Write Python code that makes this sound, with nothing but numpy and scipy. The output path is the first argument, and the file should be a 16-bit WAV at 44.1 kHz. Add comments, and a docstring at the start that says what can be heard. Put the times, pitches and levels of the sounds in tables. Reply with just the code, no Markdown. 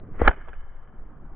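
"""Slingshot let go between trees

A slingshot is let go on a gravel track, close to a muffled pair of microphones. Wind is shaped noise;
the pouch pops free as suction pulses, and the bands swish as noise with a sinking whistle.
They slap the fork as short rings with a rattle, and slow pressure swings thud on the microphones.
Slack bands and far impacts tick as small rings, and scattered delays make the trees echo."""
import sys
import numpy as np
from scipy import signal
from scipy.io import wavfile
from scipy.ndimage import uniform_filter1d

SR = 44100
rng = np.random.default_rng(int(sys.argv[2]) if len(sys.argv) > 2 else 0)


def gain_from_decibels(decibels):
    """Convert decibel values to linear amplitude factors."""
    exponent = np.asarray(decibels, float) / 20
    return 10 ** exponent


def pcm_store(signal):
    """Save signal as 16-bit PCM."""
    levels = np.round(np.clip(np.atleast_2d(signal), -1, 1) * 32767)
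    wavfile.write(sys.argv[1], SR, levels.astype(np.int16).T)


N = 59535  # samples, 1.35 s


def evened(x):
    """Brings a signal to rms 1."""
    return x / np.sqrt(np.mean(x ** 2) + 1e-20)


def read(points, hz):
    """Reads a curve at any frequency, straight lines over log frequency."""
    f, value = np.transpose(points)
    return np.interp(np.log(hz + 1), np.log(f + 1), value)


def pan(db):
    """Left and right gains that stand db apart, left louder when positive."""
    return gain_from_decibels(np.array([[db], [-db]]) / 2)


def level(curve, t):
    """Gain that follows a level curve, straight lines in dB."""
    s, db = np.transpose(curve)
    return gain_from_decibels(np.interp(t, s, db))


def ring(t, hz, t60, rise_s):
    """A tone that swells to its peak at t = 0 and dies away; at 0 Hz, the bare envelope."""
    envelope = gain_from_decibels(np.where(t < 0, -10 * (t / rise_s) ** 2, -60 * t / t60))
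    return uniform_filter1d(envelope, size=21) * np.cos(2 * np.pi * hz * t)


# how alike the two sides of every noise are: f/Hz, likeness (1 = identical)
LIKENESS = [(60, 0.97), (140, 0.94), (310, 0.96), (700, 0.76), (1590, 1), (3600, 0.44)]


def noise(tone, size, patchy_db, swell_db, alike=0.97):
    """Stereo noise of a given colour with drifting patches and a shared flicker, rms 1."""
    frames = 4 * N // size + 5
    hz = np.fft.rfftfreq(size, 1 / SR)
    a, b, c, d, patches = rng.standard_normal((frames, len(hz), 5)).T
    swell = evened(uniform_filter1d(patches[0], size=3))
    patches = uniform_filter1d(patches, size=4, axis=0)
    patches = evened(uniform_filter1d(patches, size=4, axis=1))
    # the right side shares part of the left and fills up with its own noise
    same = np.clip(alike * read(LIKENESS, hz), -1, 1)[:, None]
    left = a + 1j * b
    z = np.array([left, same * left + np.sqrt(1 - same ** 2) * (c + 1j * d)])
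    inside = (hz >= tone[0][0]) & (hz <= tone[-1][0])
    colour_db = read(tone, hz)[:, None] + patchy_db * patches + swell_db * swell
    z *= inside[:, None] * gain_from_decibels(colour_db)
    return evened(signal.istft(z, nperseg=size, noverlap=3 * size // 4)[1][:, :N])


# wind rumble before and after the shot, one list each: t/s, level/dB
RUMBLE_LEVEL = [
    [(0.0, -47.5), (0.038, -31), (0.05, -45), (0.064, -54), (0.072, -43.5), (0.16, -29.5)],
    [(0.36, -37.5), (0.508, -31), (0.714, -37), (0.724, -52), (0.758, -35), (0.932, -42.5), (1.024, -32.5),
     (1.202, -41.5), (1.256, -34), (1.35, -36.5)],
]
# colour of the rumble: f/Hz, relative level/dB per Hz
RUMBLE_TONE = [(2.4, -30), (4.0, -7.5), (17, 5), (24, -9), (38, -16), (59, -10.5), (71, -28), (108, -32),
               (130, -34), (170, -56), (290, -120)]
# level of the roar, pressed down after the snap and slowly recovering: t/s, level/dB
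ROAR_LEVEL = [(0.0, -45), (0.18, -46), (0.432, -56.5), (0.536, -60.5), (0.774, -61.5), (0.966, -53),
              (1.194, -51.5), (1.35, -48.5)]
# colour of the roar: f/Hz, relative level/dB per Hz
ROAR_TONE = [(41, -35), (70, 0), (113, 1.5), (382, -8.5), (509, -18), (555, -19), (700, -19.5),
             (910, -47.5), (1540, -120)]
# colour of the leaf hiss: f/Hz, relative level/dB per Hz
LEAVES_TONE = [(260, -34), (450, -6.5), (511, -3.5), (571, -19), (631, -3.5), (997, -8), (1180, -5),
               (1690, -18), (4000, -58), (5200, -83.5), (8800, -120)]
LEAVES_DB = -59.5


def wind(t):
    """Lumpy rumble on the microphones, a roar that sinks after the snap, and the hiss of leaves."""
    before, after = RUMBLE_LEVEL
    rumble = level(before + after, t) * noise(RUMBLE_TONE, size=8192, patchy_db=0.95, swell_db=-0.1)
    roar = level(ROAR_LEVEL, t) * noise(ROAR_TONE, size=1024, patchy_db=3.0, swell_db=-1.0)
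    leaves = gain_from_decibels(LEAVES_DB) * noise(LEAVES_TONE, size=512, patchy_db=-1.5, swell_db=-0.1)
    return rumble + roar + leaves


# how long the echoes last: f/Hz, t60/s
ECHO_T60 = [(300, .3), (800, 0.3), (1500, 1.9), (2000, 2), (2500, 0.39), (3200, 2.5)]
# colour of the echoes: f/Hz, relative level/dB
ECHO_TONE = [(200, -20.5), (600, -9), (1100, -2), (1650, -3.5), (1950, 1), (2700, 6.5), (3050, 0),
             (3500, 5.5), (4000, 0.5)]
ECHO_DB, ECHO_START_S = -25.5, 0.03


def trees(x):
    """Scattered echoes from the trunks, each band dying at its own speed."""
    strength = gain_from_decibels(2.2 * rng.exponential(1, SR))
    sparse = rng.random(SR) < 0.15
    taps = rng.standard_normal((3, SR)) * strength * sparse
    taps = taps[0] + 0.55 * taps[1:]  # a common part, and some of each side's own
    taps[:, :round(ECHO_START_S * SR)] = 0
    hz, t, z = signal.stft(taps, SR, nperseg=256)
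    fade_db = read(ECHO_TONE, hz)[:, None] - 60 * t / read(ECHO_T60, hz)[:, None]
    tail = signal.istft(z * gain_from_decibels(fade_db), SR, nperseg=256)[1]
    tail = tail / np.linalg.norm(tail[0])
    mono = x.mean(0)[None]
    return gain_from_decibels(ECHO_DB) * signal.fftconvolve(mono, tail, axes=1)[:, :N]


# slack bands and far impacts: t/s, level/dB, f/Hz, t60/s, left-right/dB
TICK_RINGS = [(0.3136, -29.5, 1520, .025, -4.5), (.333, -36.5, 1256, .025, -3), (.343, -45, 2080, 0.01, -1),
              (.371, -43.5, 420, 0.017, -6), (.381, -43.5, 375, 0.018, -5), (0.389, -46, 1500, 0.011, -4),
              (.4140, -40, 1570, 0.012, -2), (.459, -47, 1199, 0.033, 2.5), (.477, -40, 645, 0.019, -7),
              (0.4846, -33, 910, 0.0085, -9), (0.4851, -37.5, 434, 0.019, 0),
              (0.5324, -35.5, 1560, 0.014, -4), (.539, -50.5, 2420, 0.012, 8)]
# colour of the scatter around each tick: f/Hz, relative level/dB per Hz
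SCATTER_TONE = [(150, -31.5), (250, -0.5), (284, -3), (1600, -7), (1970, -17.5), (2460, -17), (3400, -24),
                (4000, -61), (5200, -91), (8800, -120)]
SCATTER_DB, SCATTER_T60_S = -14.5, 0.076  # level against its tick


def ticks(t):
    """Small quick rings of slack bands and far impacts, each with a broad scatter of noise."""
    scatter = gain_from_decibels(SCATTER_DB) * noise(SCATTER_TONE, size=256, patchy_db=2, swell_db=-0.5)
    out = np.zeros((2, N))
    for s, db, hz, t60, lr_db in TICK_RINGS:
        tick = ring(t - s, hz, t60, 0.00058)
        spray = scatter * ring(t - s, 0, SCATTER_T60_S, 0.0012)
        out += gain_from_decibels(db) * pan(lr_db) * (tick + spray)
    return out


# rubber ringing on the fork: t/s of the peak, f/Hz, level/dB, t60/s, left-right/dB
SLAP_RINGS = [(.2784, 1347, -7, .014, -1.5), (.2797, 1680, -8, .018, 0.5), (.2833, 790, -6, 0.0046, -4),
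              (.2785, 860, -13.5, .012, -4.5), (.2810, 1085, -14, .016, -4), (.2800, 2148, -16.5, .016, -1),
              (.2795, 2420, -19, 0.016, -2.5), (.2800, 3009, -22, .018, -4), (.2785, 270, -19.5, 0.025, -9)]
# air shoved at the microphones: t/s of the peak, f/Hz, pressure (negative = suction),
# width/s, left-right/dB
AIR_THUDS = [(0.219, 40, -0.17, 0.0048, 1.5), (.232, 35, -0.26, 0.0068, -1), (.264, 21, .33, .012, -2),
             (0.2909, 30, .4, .007, 1), (0.2987, 30.05, -0.087, .006, -13.5)]
THUD_RIGHT_LEAD_S = 0.0028


def thuds(t):
    """Slow swings of pressure; those after the slap begins reach the right first."""
    out = np.zeros((2, N))
    for s, hz, peak, width, lr_db in AIR_THUDS:
        lead = THUD_RIGHT_LEAD_S * (s > SLAP_RINGS[0][0])
        u = t - s + np.array([[0], [lead]])
        out += peak * pan(lr_db) * np.exp(-(u / width) ** 2 / 2) * np.cos(2 * np.pi * hz * u)
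    return out


# band noise before, between and after the blows, one list each: t/s, level/dB
SWISH_LEVEL = [
    [(0.16, -52.5), (0.18, -53.5), (0.196, -38), (0.208, -37)],
    [(0.226, -34), (0.248, -30.5), (0.27, -23.5)],
    [(0.292, -23.5), (0.302, -37.5), (0.314, -30), (0.324, -45.5), (0.334, -37), (0.356, -64),
     (0.37, -53.5)],
]
# colour of the band noise, also of the slap's rattle: f/Hz, relative level/dB per Hz
BAND_TONE = [(59, -29), (100, 0), (198, -22), (315, -13.5), (672, -15.5), (797, -18.5), (1530, -16),
             (2360, -27.5), (2710, -38.5), (3060, -31.5), (4050, -63.5), (5260, -99), (8910, -120)]
# pitch of the whistle: t/s, f/Hz
WHISTLE_PITCH = [(.19, 2000), (.238, 1950), (.25, 1600), (.268, 1498), (.32, 1441)]
WHISTLE_DB = -13.5  # against the flutter
FUZZ_HZ = 240  # width that one smoothing pass would give; the second narrows it


def swish(t):
    """Bands fluttering through the air, with a fuzzy whistle that sinks as they slow."""
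    curve = [(0.12, -66)] + [row for part in SWISH_LEVEL for row in part] + [(0.42, -66.5)]
    s, hz = np.transpose(WHISTLE_PITCH)
    # slow noise on a sine and a cosine makes a narrow band around the pitch
    r = np.exp(-np.pi * FUZZ_HZ / SR)
    fuzz = rng.standard_normal((2, N))
    for _ in range(2):
        fuzz = signal.lfilter([1 - r], [1, -r], fuzz)
    phase = 2 * np.pi * np.cumsum(np.interp(t, s, hz)) / SR
    whistle = evened(fuzz[0] * np.cos(phase) + fuzz[1] * np.sin(phase))
    flutter = noise(BAND_TONE, size=256, patchy_db=2, swell_db=2.0, alike=0.87)
    return level(curve, t) * (flutter + gain_from_decibels(WHISTLE_DB) * whistle)


SLAP_RISE_S, RIGHT_LEAD_S, KNOCK_AFTER_S = 0.003, 0.00007, 0.0022
RATTLE_DB, RATTLE_RISE_S, RATTLE_T60_S = -17, 0.004, 0.052


def slap(t):
    """The rubber's short rings, a touch earlier on the right, plus a rattle of noise under the blow."""
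    both = t + np.array([[0], [RIGHT_LEAD_S]])
    blow_s = SLAP_RINGS[1][0]
    rings = np.zeros((2, N))
    for s, hz, db, t60, lr_db in SLAP_RINGS:
        # the closing knock rises faster
        rise_s = SLAP_RISE_S * (0.5 if s > blow_s + KNOCK_AFTER_S else 1)
        rings += gain_from_decibels(db) * pan(lr_db) * ring(both - s, hz, t60, rise_s)
    envelope = ring(t - blow_s, 0, RATTLE_T60_S, RATTLE_RISE_S)
    rattle = envelope * noise(BAND_TONE, size=256, patchy_db=4, swell_db=3.5, alike=1.0)
    return rings + gain_from_decibels(RATTLE_DB) * rattle


# pouch slipping out of the fingers: t/s, level/dB, pulse width/ms, left-right/dB
POUCH_POPS = [(0.2, -23, 0.47, 5), (.2161, -11, 0.24, 8.5), (0.2186, -5.5, 0.42, 6.5),
              (.2144, -22, .7, 2.5)]
# dull ring of the leather, one row: t/s of the peak, f/Hz, level/dB, t60/s, left-right/dB
LEATHER_RING = (.2206, 480, -23, .08, 5)
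POP_OVERSHOOT = 0.51  # strength of the rebound


def pouch(t):
    """Short suction pulses with a rebound on either side, then a dull ring of the leather."""
    pulses = np.zeros((2, N))
    for s, db, ms, lr_db in POUCH_POPS:
        u = (t - s) * 1000 / ms
        pulses -= gain_from_decibels(db) * pan(lr_db) * (1 - POP_OVERSHOOT * u ** 2) * np.exp(-u ** 2 / 2)
    s, hz, db, t60, lr_db = LEATHER_RING
    return pulses - gain_from_decibels(db) * pan(lr_db) * ring(t - s, hz, t60, 0.003)


def scene():
    """The shot close by, its echoes, and everything around it."""
    t = np.arange(N) / SR
    near = pouch(t) + slap(t) + swish(t)
    return wind(t) + trees(near) + ticks(t) + thuds(t) + near


def low_pass(x):
    """Removes everything above the highest recorded frequency."""
    return signal.sosfilt(signal.butter(12, 4200, fs=SR, output="sos"), x)


MUFFLE_HZ, CEILING = 3950, 0.9  # ceiling where full scale is 1


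def record(dry):
    """The microphones lose everything above a few kilohertz; the loudest crests then hit the ceiling."""
    muffle = signal.firwin(401, MUFFLE_HZ, window=("kaiser", 12), fs=SR)
    dull = signal.oaconvolve(dry, muffle[None], "same")
    return low_pass(np.clip(dull, -CEILING, CEILING))


dry = scene()
out = record(dry)
pcm_store(out)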